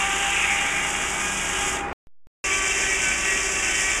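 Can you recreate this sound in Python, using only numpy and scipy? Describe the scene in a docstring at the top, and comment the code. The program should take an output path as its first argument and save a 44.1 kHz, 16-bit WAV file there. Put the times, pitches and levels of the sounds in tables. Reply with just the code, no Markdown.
"""A big circular sawmill blade ripping through a log, close to the microphone, outdoors, in mono.
Its teeth tear the fibres, sing at their passing rate and throw a hiss of chips; behind them the disc
throbs and the drive drones. The first cut runs out of the wood. The sound breaks off for half a
second, with two faint ticks, and returns in the middle of a heavier cut."""
import sys
import numpy as np
from scipy import signal
from scipy.fft import rfft, irfft, next_fast_len
from scipy.io import wavfile
from scipy.ndimage import map_coordinates

SR = 44100
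rng = np.random.default_rng(int(sys.argv[2]) if len(sys.argv) > 2 else 0)


def transcribe(u):
    """Save the signal u as a 16-bit wav file named by the first command-line argument.

    u: samples, shape (n,) or (channels, n), limited to [-1, 1]; the rate is SR.
    q: integer samples, one column per channel.
    """
    v = np.clip(np.atleast_2d(u).T, -1, 1)
    q = np.round(v * 32767).astype(np.int16)
    wavfile.write(sys.argv[1], SR, q)


N = 176400
T = np.arange(N) / SR
TEETH = 48
TICK_TIMES_S, TICK_STEP_DB = (2.0705, 2.2705), -42

# the two cuts: start t/s, end t/s
CUT_SPANS = [(0, 1.93), (2.441, 4.01)]
# tooth rate, sagging under load: t/s, f/Hz
TOOTH_RATE = [(0, 393.4), (.2, 396.4), (.45, 398.8), (.8, 403), (1.1, 408), (1.55, 408.8), (1.93, 409),
              (2.44, 386.6), (2.55, 385.3), (2.8, 385.6), (3.1, 381.3), (3.25, 383.8), (3.65, 381),
              (3.85, 381.8), (4, 387)]
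# load in each cut, before its trims: t/s, tearing level/dB, chip level/dB
FIRST_LOAD = [(0, -24, -30.5), (.04, -24, -32), (.08, -27, -32), (.25, -26, -31), (.42, -24, -32),
              (.52, -27, -31), (0.601, -24.5, -32.5), (.76, -28, -33), (.92, -27.5, -32), (1.18, -30, -32),
              (1.26, -29.5, -31), (1.45, -29, -31), (1.55, -27, -31.5), (1.68, -28.5, -29),
              (1.77, -29, -33), (1.85, -42, -53.5), (1.925, -57, -62)]
SECOND_LOAD = [(2.44, -27, -30), (2.52, -24.5, -29.5), (2.68, -26, -29), (2.85, -24.5, -29),
               (2.96, -26, -29.5), (3.08, -25, -28), (3.16, -27, -31), (3.24, -24.5, -29.5),
               (3.38, -25.5, -29), (3.52, -27.5, -29), (3.7, -24.5, -29), (3.8, -25, -27), (4, -27, -30)]
# tooth tone, relative to the load: harmonic number, first-cut level/dB, second-cut level/dB
TOOTH_HARMONICS = [(2, -19.5, -24), (4, -9.5, -14), (5, -32, -10), (6, -9.5, -10.5), (7, -13, -10.5),
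                   (8, -22.5, -14.5)]
# its third harmonic, which swells on its own: t/s, level/dB
THIRD_HARMONIC = [(0, -32), (.12, -34), (.25, -43.5), (.6, -37), (1, -42.5), (1.25, -39), (1.4, -46),
                  (1.52, -39), (1.75, -37.5), (1.9, -50.5), (2.44, -35.5), (2.58, -33), (2.75, -43),
                  (3.1, -43), (3.3, -39), (3.6, -39), (3.7, -53), (4, -33.5)]
# colour of log and blade in each cut: f/Hz, relative level/dB
FIRST_WOOD = [(200, -29), (600, -20), (1000, -7.5), (1450, -6), (1700, -4), (2300, -1), (2600, -2.5),
              (3150, -6), (3600, -14.5), (4500, -24), (7000, -56.5)]
SECOND_WOOD = [(200, -21.5), (600, -17.5), (1000, -16.5), (1450, -11.5), (1800, -3), (2100, -1),
               (2450, 0.5), (2750, 0), (2950, -10.5), (3550, -11), (4500, -26), (7000, -48)]
# colour of the chips in each cut, and the low end they share: f/Hz, relative level/dB
FIRST_CHIPS = [(2820, -39), (4800, -13), (6690, -1.5), (7570, -1), (11600, -21), (14900, -41.5)]
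SECOND_CHIPS = [(2820, -43), (4800, -8), (5720, -1), (7460, 2.5), (11600, -23), (14900, -36)]
CHIP_LOW_END = [(1000, -42), (3500, -6)]
# kerf resonance, falling as the cut deepens: t/s, f/Hz, level/dB
KERF_GLIDE = [(0, 3063, -42), (.22, 2850, -31), (.4, 2557, -27), (.52, 2266, -23.5), (.6, 2147, -33.5),
              (.77, 2200, -28), (.95, 2100, -39.5), (1.3, 1990, -50)]
# whine of the blade: t/s, f/Hz, level/dB
BLADE_WHINE = [(0, 787, -33), (.12, 790, -36.5), (.25, 794.7, -39), (.35, 799, -36), (.6, 804, -34),
               (.8, 806, -41), (1.4, 810, -42.5), (1.6, 810, -36.5), (1.8, 806, -34), (1.93, 808, -36)]
# throb of the disc: multiple of the shaft rate, first-cut level/dB, second-cut level/dB
DISC_THROB = [(3, -51.5, -53), (4, -52, -51), (5, -56, -49), (6, -58, -56), (7, -45, -44), (12, -69, -55.5)]
# drive tones in each cut: f/Hz, level/dB at average rush
FIRST_DRIVE = [(161.5, -52), (193.8, -49), (279, -50.5), (344, -52), (673, -55.5), (904.4, -46.5),
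               (1093, -55.5), (1290, -50.5), (1410, -54.5)]
SECOND_DRIVE = [(199.2, -52.5), (287, -52), (341, -47), (576, -50), (635.2, -60), (1087, -63), (1270, -48)]
# colour of the machine's rush: f/Hz, relative level/dB
RUSH_COLOUR = [(15, -7), (40, 0), (70, -1), (105, -3), (180, -1), (240, -1.5), (380, 0), (520, -3.5),
               (700, 0.5), (950, -1), (1500, -1.5), (2400, -7), (3300, -21.5), (5000, -28), (8000, -31.5),
               (14000, -56)]
# swell of that rush: t/s, level/dB
RUSH_LEVEL = [(0, -36), (.5, -35.5), (1, -33.5), (1.5, -34), (1.93, -32), (2.44, -36.5), (3.1, -36),
              (4, -36)]
# low hum: t/s, level/dB
HUM_LEVEL = [(0, -50), (.17, -43), (.3, -57), (.9, -46.5), (1.08, -42), (1.35, -51.5), (1.55, -40.5),
             (1.8, -42.5), (1.92, -46.5), (2.44, -42), (2.65, -39.5), (3, -40.5), (3.14, -55),
             (3.32, -38.5), (3.55, -40.5), (3.7, -43.5), (4, -50)]


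def sawing(teeth, cut, load, wood, chips, drive, tear_db, spray_db):
    """The saw from close by in cut 0 or 1; teeth is the running count of tooth passes."""
    load_db, chips_db = curves(load)
    third = amp(curves(THIRD_HARMONIC)[0]) * partial(3 * teeth, waver_db=3, smear=.45, rate=40)
    timber = amp(load_db) * (amp(tear_db) * tearing(teeth, wood) + tooth_tone(teeth, cut))
    hiss = amp(chips_db + spray_db) * chip_spray(teeth, chips)
    return timber + third + hiss + machine(teeth, cut, drive)


def bites(teeth, depth):
    """Force on the wood: one swell per tooth, each tooth with its own sharpness."""
    sharpness = amp(rng.standard_normal(TEETH))
    return sharpness[teeth.astype(int) % TEETH] * np.exp(-depth * np.cos(2 * np.pi * teeth))


def tearing(teeth, wood):
    """Fibres snap in a burst under each tooth and ring in log and blade."""
    wood_grain = amp(.6 * wobble(45))
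    snaps = impulses(per_s=12000, spread_db=2.3) * bites(teeth, depth=.5) * wood_grain
    return coloured(frame_echo(snaps, t60=.16, wet_db=-4), wood)


def frame_echo(x, t60, wet_db):
    """Short scattered echoes off the disc and the steel carriage."""
    t = T[:SR // 4]
    tail = rng.standard_normal(len(t)) * amp(-60 * t / t60)
    echoes = signal.fftconvolve(x, tail / np.linalg.norm(tail))[:N]
    return unit(x + amp(wet_db) * echoes)


def tooth_tone(teeth, cut):
    """Harmonics of the tooth rate, roughened by uneven grain; each flares and fades on its own."""
    rough = teeth + .011 * wobble(130)
    return sum(amp(levels[cut]) * partial(k * rough, waver_db=4.5, smear=.6, rate=26)
               for k, *levels in TOOTH_HARMONICS)


def chip_spray(teeth, colour):
    """Sawdust and chips pelt the steel so densely that they merge into a hiss."""
    hits = impulses(per_s=11000, spread_db=2.5) * bites(teeth, depth=.13)
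    flicker = amp(.73 * wobble(90))
    return coloured(hits * flicker, CHIP_LOW_END + list(colour))


def kerf(teeth, half_width_hz=240):
    """The slot in the log resonates with a rasp that slides down in pitch."""
    hz, db = curves(KERF_GLIDE)
    chatter = rng.standard_normal((2, N)) * bites(teeth, depth=.5)
    real, imag = (filtered(c, lambda f: 1 / (1 + (f / half_width_hz) ** 2)) for c in chatter)
    phase = 2 * np.pi * np.cumsum(hz) / SR
    return amp(db) * unit(real * np.cos(phase) + imag * np.sin(phase))


def whine():
    """The blade whines through the first cut and rings on as it leaves the wood."""
    hz, db = curves(BLADE_WHINE)
    return amp(db) * partial(np.cumsum(hz) / SR, waver_db=2.5, smear=.48, rate=50)


def machine(teeth, cut, drive):
    """Behind the cut, the disc throbs at multiples of its turning rate; the drive drones and rushes."""
    rush_db, = curves(RUSH_LEVEL)
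    throb = sum(amp(levels[cut]) * partial(k * teeth / TEETH, waver_db=.6, smear=.08, rate=5)
                for k, *levels in DISC_THROB)
    drone = sum(amp(db) * partial(hz * T, waver_db=1.5, smear=.6, rate=16) for hz, db in drive)
    rush = coloured(rng.standard_normal(N) * bites(teeth, depth=.1), RUSH_COLOUR)
    return throb + amp(rush_db - rush_db.mean()) * drone + amp(rush_db) * rush


def hum(cycles):
    """Low in the background, two close tones beat about twice per turn of the disc."""
    pair = (partial(cycles * ratio, waver_db=2, smear=.31, rate=20) for ratio in (1, 1 + 2 / TEETH))
    return amp(curves(HUM_LEVEL)[0]) * unit(sum(pair))


def amp(db):
    """Decibels to gain."""
    return 10 ** (np.asarray(db) / 20)


def unit(x):
    """Scaled to rms 1."""
    return x / np.sqrt(np.mean(x ** 2) + 1e-20)


def curves(rows):
    """One value per sample for each column after the time."""
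    times, *columns = np.transpose(rows)
    return [np.interp(T, times, column) for column in columns]


def during(span):
    """1 inside a span of time, 0 outside."""
    return (T >= span[0]) & (T < span[1])


def wobble(rate):
    """A smooth random curve, rate knots a second."""
    return map_coordinates(rng.standard_normal(4096), [T * rate], mode="mirror")


def partial(cycles, waver_db, smear, rate):
    """A tone of rms 1 whose level wanders by waver_db and whose phase wanders by smear radians."""
    gain = amp(waver_db * wobble(rate / 2))
    phase = 2 * np.pi * (cycles + rng.random()) + smear * wobble(rate)
    return unit(gain * np.sin(phase))


def impulses(per_s, spread_db):
    """Randomly timed impulses of either sign and unequal size."""
    hits = rng.random(N) < per_s / SR
    return hits * np.sign(rng.standard_normal(N)) * amp(spread_db * rng.standard_normal(N))


def filtered(x, response):
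    """x through a gain that depends on frequency."""
    size = next_fast_len(N + 8192)
    return irfft(rfft(x, size) * response(np.fft.rfftfreq(size, 1 / SR)), size)[:N]


def coloured(x, colour, size=8192):
    """x through a ringing body of the given colour, at rms 1."""
    hz, db = np.transpose(colour)
    bin_db = np.interp(np.log(np.fft.rfftfreq(size, 1 / SR) + 1), np.log(hz), db)
    cepstrum = irfft(np.log(amp(bin_db)))
    cepstrum[1:size // 2] *= 2  # minimum phase: the ring follows the hit
    cepstrum[size // 2:] = 0
    ring = irfft(np.exp(rfft(cepstrum)))
    return unit(signal.fftconvolve(x, ring)[:N])


def scene():
    """Beside the saw: two cuts with two ticks in the gap, the same in both channels."""
    teeth = np.cumsum(curves(TOOTH_RATE)[0]) / SR
    first = sawing(teeth, 0, FIRST_LOAD, FIRST_WOOD, FIRST_CHIPS, FIRST_DRIVE, tear_db=-1.5, spray_db=.4)
    first += whine() + kerf(teeth) + hum(378.3 * T)  # hum at a steady pitch, in Hz
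    second = sawing(teeth, 1, SECOND_LOAD, SECOND_WOOD, SECOND_CHIPS, SECOND_DRIVE,
                    tear_db=-2.05, spray_db=.75)
    second += hum(teeth)
    ticks = amp(TICK_STEP_DB) * during(TICK_TIMES_S)  # one step up, one step down
    mono = first * during(CUT_SPANS[0]) + second * during(CUT_SPANS[1]) + ticks
    return np.array([mono, mono])


def record(dry, notch_hz=4226, top_hz=15050):
    """The microphone has a deep notch in the presence range and a steep band limit."""
    def response(hz):
        skirt_db = -8 * np.exp(-((hz - notch_hz) / 310) ** 2)
        core_db = -11.5 * np.exp(-((hz - notch_hz) / 90) ** 2)
        return amp(skirt_db + core_db) * np.clip((top_hz - hz) / 100, 0, 1)
    return np.array([filtered(channel, response) for channel in dry])


dry = scene()
out = record(dry)
transcribe(out)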